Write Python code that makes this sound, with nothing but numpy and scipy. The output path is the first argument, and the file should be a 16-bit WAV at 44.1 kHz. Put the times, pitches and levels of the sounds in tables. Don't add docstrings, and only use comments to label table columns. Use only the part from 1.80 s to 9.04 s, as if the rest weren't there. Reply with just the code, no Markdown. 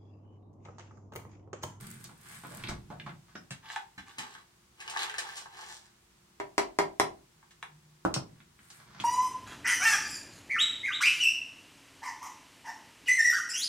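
import sys
import numpy as np
from scipy import signal
from scipy.fft import rfft, irfft
from scipy.io import wavfile
from scipy.ndimage import map_coordinates

SR = 44100
rng = np.random.default_rng(int(sys.argv[2]) if len(sys.argv) > 2 else 0)


def wav_record(signal):
    frames = np.transpose(np.atleast_2d(signal))
    bounded = np.clip(frames, -1, 1)
    quanta = np.round(bounded * 32767).astype(np.int16)
    wavfile.write(sys.argv[1], SR, quanta)


N = 319284
TIME = np.arange(N) / SR
HIT_TIME = TIME[:SR // 2]


# t/s of peak, build-up/s, rumble level/dB, crunch level/dB (all levels are relative)
PUSHES = [(.05, 0.38, -46.5, -58.5), (.27, 0.3, -53.5, -71), (.56, 0.24, -55.5, -61.5),
          (.92, 0.3, -44.5, -52.5), (1.29, 0.56, -52.5, -92), (1.5, 0.038, -64, -65),
          (6.6, 0.26, -63.5, -76), (7.01, 0.052, -63, -59), (7.09, 0.063, -57, -66),
          (7.23, .15, -52.5, -52)]
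# f/Hz, level/dB
RUMBLE_SPECTRUM = [(25, -18), (55, -20), (90, -6.5), (135, 1.5), (190, -2.5), (260, -12), (450, -18),
                   (900, -66)]
CRUNCH_SPECTRUM = [(60, -35), (200, -12), (450, -10), (950, 7.5), (1700, 3.5), (2600, -4.5), (4200, -4),
                   (6500, -9), (12000, -52)]
def grinder():
    rumble = swells([(s, build_s, db) for s, build_s, db, _ in PUSHES], release_s=.16)
    crunch = swells([(s, build_s, db) for s, build_s, _, db in PUSHES], release_s=.067)
    out = unit(colour(rng.standard_normal(N), RUMBLE_SPECTRUM)) * rumble * undb(-5)
    out += unit(colour(grains(900, 3.8, N), CRUNCH_SPECTRUM)) * crunch * undb(-.5)
    return out + fractures() + table_sway()


# t/s, level/dB, f/Hz
CRACKS = [(.291, -58, 1050), (.636, -52.5, 1200), (.648, -50, 1130), (.711, -53, 780), (.795, -57, 1400),
          (.838, -45, 2380), (.873, -48.5, 2840), (.888, -45.5, 1480), (.905, -47.5, 980),
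          (1.102, -46.5, 820), (1.199, -49, 2190), (1.263, -45.5, 1130), (1.292, -54, 1510),
          (1.553, -48.5, 1480), (6.603, -63, 1700), (6.791, -64.5, 1780), (7.2, -44.5, 2420)]
# t/s, level/dB
SPLINTERS = [(.242, -52.5), (.886, -45), (6.903, -55), (7.201, -50.5)]
# f/Hz, level/dB
CASTING_RESPONSE = [(450, 4), (920, 4), (1150, 0), (1500, 2), (1900, 0), (2500, 0.5), (3200, 2.5),
                    (3800, 3.5), (4600, -3), (8000, -38)]
TICK_SPECTRUM = [(80, -43.5), (800, -5), (2500, -8), (4200, -1.5), (6000, -2), (8300, -2), (10500, -17),
                 (15500, -24.5)]
def fractures():
    out = np.zeros(N)
    for s, db, hz in CRACKS:
        force = contact(scatter_s=.018 / 2 ** (1.9 * octaves(hz)))
        crack = burst(colour(band(force, hz, width_share=1.1), CASTING_RESPONSE), db)
        tick = burst(colour(force, TICK_SPECTRUM), db - 21.5)
        add(out, s, crack + tick + thump(db - .5 - 2.5 * octaves(hz)))
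    for s, db in SPLINTERS:
        add(out, s, burst(colour(contact(scatter_s=.011), TICK_SPECTRUM), db))
    return out


def table_sway(hz=62, t60_s=.25):
    out = np.zeros(N)
    sway = np.sin(2 * np.pi * hz * HIT_TIME) * undb(-60 * HIT_TIME / t60_s)
    add(out, s=.895, x=burst(sway, db=-40.5))
    return out


# f/Hz, level/dB
THUMP_SPECTRUM = [(30, -41.5), (55, -6.5), (95, -6), (140, 5), (210, -2.5), (330, -5.5), (520, -25.5),
                  (1200, -45)]
def thump(db):
    return burst(colour(contact(scatter_s=.011), THUMP_SPECTRUM), db)


# t/s, blow level/dB, ring level/dB, rim tick level/dB, thump level/dB
KNOCKS = [(4.5998, -38.5, -36.5, -55.5, -59), (4.780, -26, -29.5, -36, -52.5),
          (4.9876, -24.5, -25, -38, -44.5), (5.198, -23.5, -33.5, -35, -45.5)]
# f/Hz, level/dB
RIM_SPECTRUM = [(100, -43), (1500, -13.5), (3000, -3), (5000, 3), (8300, -4), (10500, -10), (15500, -24.5)]
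BLOW_SPECTRUM = [(30, -26), (60, -18.5), (150, -26), (300, -7), (400, -3.5), (490, -13), (620, -3),
                 (1020, -1), (1480, -14.5), (2100, -7.5), (2600, -20.5), (4000, -23), (9000, -63)]
def knocks():
    out = np.zeros(N)
    for s, db, _, tick_db, thump_db in KNOCKS:
        add(out, s, burst(colour(contact(scatter_s=.003), RIM_SPECTRUM), tick_db) + thump(thump_db))
        add(out, s + .001, burst(colour(contact(), BLOW_SPECTRUM), db - 2))
        add(out, s + .004, burst(colour(contact(scatter_s=.0007), BLOW_SPECTRUM), db - 14))
    return out


# t/s, blow level/dB, thump level/dB
LANDINGS = [(1.709, -51, -47), (2.178, -71, -55), (2.384, -54, -54.5), (6.2509, -24.5, -56.5),
            (6.257, -34.5, -39.5), (6.364, -34, -37.5)]
# f/Hz, level/dB
SOFT_BLOW_SPECTRUM = [(80, -10), (200, -1.5), (320, 5), (550, -1), (1000, 2.5), (1400, -1), (2000, -20),
                      (3500, -28), (8000, -30), (15000, -49)]
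def landings():
    out = np.zeros(N)
    for s, db, thump_db in LANDINGS:
        add(out, s, burst(colour(contact(), SOFT_BLOW_SPECTRUM), db - 5) + thump(thump_db))
    rim_clack = tub_hit(db=-45, tick_db=-36, hz=2600, scatter_s=.0025)
    add(out, 6.3405, rim_clack)
    return out


# f/Hz, level/dB, t60/s
HELD_MODES = [(285, -19, .35), (398, 2, .27), (490, -16, .2), (608, -8, .27), (651, -10, .36),
              (720, -11, .3), (800, -8, .28), (976, -5, .26), (1220, -11, .2), (1570, -13, .2),
              (1690, -14, .18), (1820, -12, .2), (2130, -14, .18), (2815, -20, .2)]
STANDING_MODES = [(194.4, -2, 0.44), (326, 17, 0.12), (610, 5, 0.32), (790, 0, 0.42), (1017, -7, 0.42),
                  (1200, -8, 0.38), (1307, 5.5, 0.23)]
def tub_ringing():
    out = np.zeros((2, N))
    for s, _, ring_db, *_ in KNOCKS:
        add(out, s, ring(HELD_MODES, ring_db))
    for s, db, _ in LANDINGS:
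        add(out, s, ring(STANDING_MODES, db - 6))
    return out


# t/s of peak, build-up/s, tumbling level/dB, hiss level/dB
SLIDES = [(1.86, 0.044, -54, -75), (1.933, 0.077, -47, -57), (2.291, 0.04, -54, -61.5),
          (2.42, 0.053, -46.5, -58), (2.55, 0.14, -56.5, -63.5), (3.03, 0.067, -53.5, -68),
          (3.12, 0.099, -48, -57.5), (3.225, 0.096, -38.5, -52), (3.49, 0.39, -47.5, -60),
          (3.589, 0.14, -51.5, -51), (3.831, 0.16, -49, -56.5), (3.914, 0.076, -53.5, -49),
          (4.06, .1, -68, -67)]
# t/s, level/dB, f/Hz
TUB_CLICKS = [(1.901, -47, 1500), (1.961, -37, 1200), (2.551, -52.5, 1490), (3.078, -45, 2300),
              (3.138, -47, 935), (3.163, -36.5, 940), (3.173, -42.5, 3160), (3.192, -41.5, 2970),
              (3.221, -42, 3350), (3.232, -41, 3600), (3.297, -42.5, 2040), (3.341, -45, 1500),
              (3.658, -51, 960), (5.628, -64, 930), (5.827, -44, 1250)]
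# t/s, wall level/dB, tick level/dB
CLATTERS = [(1.707, -48.5, -48.5), (2.179, -47, -62.5), (2.384, -42.5, -44), (3.003, -49, -52),
            (3.098, -50, -45), (3.383, -39.5, -38), (3.567, -54, -45.5), (5.708, -66, -65)]
TUMBLE_RELEASE_S = .12
def sliding_nuts():
    tumble = swells([(s, build_s, db) for s, build_s, db, _ in SLIDES], TUMBLE_RELEASE_S)
    hiss = swells([(s, build_s, db) for s, build_s, _, db in SLIDES], release_s=.09)
    out = unit(tub_wall(kernels(), direct=.62)) * tumble * undb(-1.5)
    out += unit(colour(grains(1800, 6.6, N), TICK_SPECTRUM)) * hiss
    for s, db, hz in TUB_CLICKS:
        tick_db = db - 16 + 3.5 * octaves(hz)
        add(out, s, tub_hit(db, tick_db, hz, scatter_s=.0021))
    for s, db, tick_db in CLATTERS:
        add(out, s, tub_hit(db, tick_db, hz=1950, scatter_s=.014))
    return out


def kernels(count=16):
    pitches = np.geomspace(800, 5000, count) * np.exp(.068 * rng.standard_normal(count))
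    gains = undb(-1.5 * np.log2(pitches / pitches[0]))
    return sum(unit(resonate(grains(55, 2.54, N), hz, .53 * hz)) * gain
               for hz, gain in zip(pitches, gains))


def tub_hit(db, tick_db, hz, scatter_s):
    force = contact(scatter_s)
    body = tub_wall(band(force, hz, width_share=1.75), direct=.34)
    return burst(body, db) + burst(colour(force, TICK_SPECTRUM), tick_db)


# f/Hz, bandwidth/Hz, level/dB
WALL_MODES = [(812, 41, 6), (892, 78, 8), (1074, 135, 2), (1594, 180, 2.5), (1747, 80, -1.5),
              (2070, 300, -4.5), (2760, 290, -2.5), (3380, 190, -8), (3910, 140, -2.5)]
def tub_wall(force, direct):
    body = direct * force + sum(undb(db) * resonate(force, hz, width) for hz, width, db in WALL_MODES)
    cavity = undb(2) * resonate(force, hz=394, width_hz=30)
    return highpass(body, hz=720, order=4) + .12 * body + cavity


def cavity_hum(lifted_s=2.2):
    tumble = swells([(s, build_s, db) for s, build_s, db, _ in SLIDES if s > lifted_s], TUMBLE_RELEASE_S)
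    return unit(band(rng.standard_normal(N), hz=391.5, width_share=.22)) * tumble * undb(-19)


# t/s, level/dB
CLINKS = [(1.554, -58), (2.180, -66), (6.342, -41.5)]
# f/Hz, level/dB, t60/s
CLINK_MODES = [(4850, -7, .015), (5130, -2, .025), (5405, 0, .03), (5620, -1, .025), (5790, -3, .02),
               (6632, -4, .012)]
def clinks():
    out = np.zeros(N)
    for s, db in CLINKS:
        chatter = contact(scatter_s=.014)
        add(out, s, burst(signal.fftconvolve(chatter, ring(CLINK_MODES, 0)[0]), db))
    return out


# t/s of peak, build-up/s, level/dB
SWEEPS = [(.12, .4, -56.5), (.25, .15, -61), (.56, 0.2, -54), (.77, .2, -55.5), (6.96, 0.22, -63)]
# f/Hz, level/dB
FIBRE_SPECTRUM = [(100, -45), (1500, 0), (4000, -9.5), (6200, -13), (8500, -1.5), (11000, -10.5),
                  (15500, -18)]
SNAG_SPECTRUM = [(100, -50), (3000, -17.5), (8500, 0.5), (12000, -3), (15500, -6.5)]
def sleeve():
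    fibres = np.array([unit(colour(grains(1600, 4, N), FIBRE_SPECTRUM)) for _ in range(2)])
    snags = unit(colour(grains(30, 3.3, N), SNAG_SPECTRUM)) * undb(-9)
    return (fibres + snags) * swells(SWEEPS, release_s=.18)


# t/s, level/dB
CLOTH_TICKS = [(.069, -54), (.114, -53), (.242, -52.5), (.487, -59), (.67, -59), (.749, -54), (.772, -53.5)]
def cloth_ticks():
    out = np.zeros(N)
    for s, db in CLOTH_TICKS:
        add(out, s, burst(colour(contact(scatter_s=.0014), SNAG_SPECTRUM), db))
    return ports(out, lead_ms=.25, pan_db_per_ms=5)


# f/Hz, t60/s
KITCHEN_T60 = [(100, 0.51), (400, 0.38), (1200, 0.23), (4000, 0.22), (12000, 0.17)]
def kitchen(dry, wet_db):
    hz, s, spectra = signal.stft(diffuse(len(HIT_TIME)), SR, nperseg=256)
    fade = undb(-60 * s / on_log_axis(KITCHEN_T60, hz)[:, None])
    onset = 1 - np.exp(-HIT_TIME / .00035)
    tail = signal.istft(spectra * fade, SR)[1][:, :len(HIT_TIME)] * onset
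    tail *= undb(wet_db) / np.sqrt(np.sum(tail ** 2) / 2)
    return signal.fftconvolve(dry[None], tail, axes=1)[:, :N]


def drone():
    tone = unit(band(rng.standard_normal(N), hz=152.2, width_share=.092))
    return tone * swell(peak_s=6, build_s=.7, release_s=2.5) * undb(-65)


# f/Hz, level/dB
AIR_SPECTRUM = [(20, -20), (55, 4), (125, -2), (200, 2), (260, -7), (380, -7.5), (560, -15.5), (950, -9.5),
                (2500, -14.5), (8000, -17), (12500, -25), (15500, -25.5)]
APPLIANCE_HUM = [(124, -78), (350, -79)]
def room_tone():
    air = unit(np.array([colour(channel, AIR_SPECTRUM) for channel in diffuse(N)]))
    hum = sum(np.sqrt(2) * undb(db) * np.sin(2 * np.pi * hz * TIME) for hz, db in APPLIANCE_HUM)
    return air * undb(-64.5) + hum


def diffuse(size):
    mid, side = rng.standard_normal((2, size))
    side = highpass(side, hz=330, order=2) + .024 * side
    return np.array([mid + side, mid - side]) / np.sqrt(2)


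def ports(x, lead_ms, pan_db_per_ms):
    return np.array([map_coordinates(x, [(TIME + side * lead_ms / 2000) * SR], order=3)
                     * undb(side * lead_ms * pan_db_per_ms / 2) for side in (1, -1)])


def ring(modes, db):
    out = 0
    port_phase = np.array([[1], [-1]]) * np.pi / 4
    for hz, mode_db, t60 in modes:
        stray_db, detune, side = rng.standard_normal(3)
        phase = 2 * np.pi * hz * (1 + .003 * detune) * HIT_TIME + np.sign(side) * port_phase
        out = out + undb(mode_db + stray_db - 60 * HIT_TIME / t60) * np.sin(phase)
    return burst(out * (1 - np.exp(-HIT_TIME / .003)), db)


def contact(scatter_s=0):
    force = signal.unit_impulse(len(HIT_TIME))
    if scatter_s > 0:
        force += .7 * grains(4500, 1.8, len(force)) * np.exp(-HIT_TIME / scatter_s)
    return force


def grains(per_s, spread_db, size):
    strength = undb(spread_db * np.minimum(rng.exponential(size=size), 4))
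    return (rng.random(size) < per_s / SR) * strength * rng.choice([-1, 1], size)


def swell(peak_s, build_s, release_s):
    return undb(-20 * np.where(TIME < peak_s, ((peak_s - TIME) / build_s) ** 2,
                               (TIME - peak_s) / release_s))


def swells(rows, release_s):
    return np.sqrt(sum((undb(db) * swell(s, build_s, release_s)) ** 2 for s, build_s, db in rows))


def resonate(x, hz, width_hz):
    return signal.lfilter(*signal.iirpeak(hz, hz / min(width_hz, SR / 4), fs=SR), x)


def band(x, hz, width_share):
    return resonate(resonate(x, hz, width_share * hz), hz, width_share * hz)


def highpass(x, hz, order):
    return signal.sosfilt(signal.butter(order, hz, "high", fs=SR, output="sos"), x)


def colour(x, spectrum, size=4096):
    db = on_log_axis(spectrum, np.fft.rfftfreq(size, 1 / SR))
    cepstrum = irfft(db * np.log(10) / 20)
    cepstrum[1:size // 2] *= 2
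    cepstrum[size // 2 + 1:] = 0
    return signal.fftconvolve(x, irfft(np.exp(rfft(cepstrum))))[:len(x)]


def on_log_axis(points, hz):
    f, value = np.transpose(points)
    return np.interp(np.log(np.maximum(hz, 1)), np.log(f), value)


def octaves(hz):
    return np.log2(hz / 1000)


def undb(db):
    return 10 ** (np.asarray(db) / 20)


def unit(x):
    return x / np.sqrt(np.mean(x ** 2))


def burst(x, db, window_s=.022):
    return x * undb(db) * np.sqrt(window_s * SR / (np.mean(x ** 2) * x.shape[-1]))


def add(track, s, x):
    i = int(s * SR)
    track[..., i:i + x.shape[-1]] += x[..., :N - i]


# t/s, lead at the left port/ms
TUB_PATH = [(1.7, -0.12), (2.0, -0.00031), (2.2, -0.17), (2.4, 0.23), (3.3, .2), (4.7, .13), (5.2, 0.104),
            (5.8, 0.043), (6.25, -0.12)]
def scene():
    mill, cloth = grinder(), sleeve()
    pouring, knocking, set_down = sliding_nuts() + cavity_hum(), knocks(), landings() + clinks()
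    tub_lead_ms = np.interp(TIME, *np.transpose(TUB_PATH))
    direct = ports(mill, lead_ms=-.05, pan_db_per_ms=40)
    direct += ports(pouring + knocking + set_down, tub_lead_ms, pan_db_per_ms=3)
    sources = (mill + cloth[0], pouring, knocking, set_down)
    reflections = sum(kitchen(source, wet_db=1.2) for source in sources)
    direct += cloth + cloth_ticks()
    return direct * undb(.6) + reflections + tub_ringing() + room_tone() + drone()


def record(dry, top_hz=16000):
    return signal.sosfilt(signal.ellip(10, .2, 70, top_hz, fs=SR, output="sos"), dry)


dry = scene()
out = record(dry)
wav_record(out)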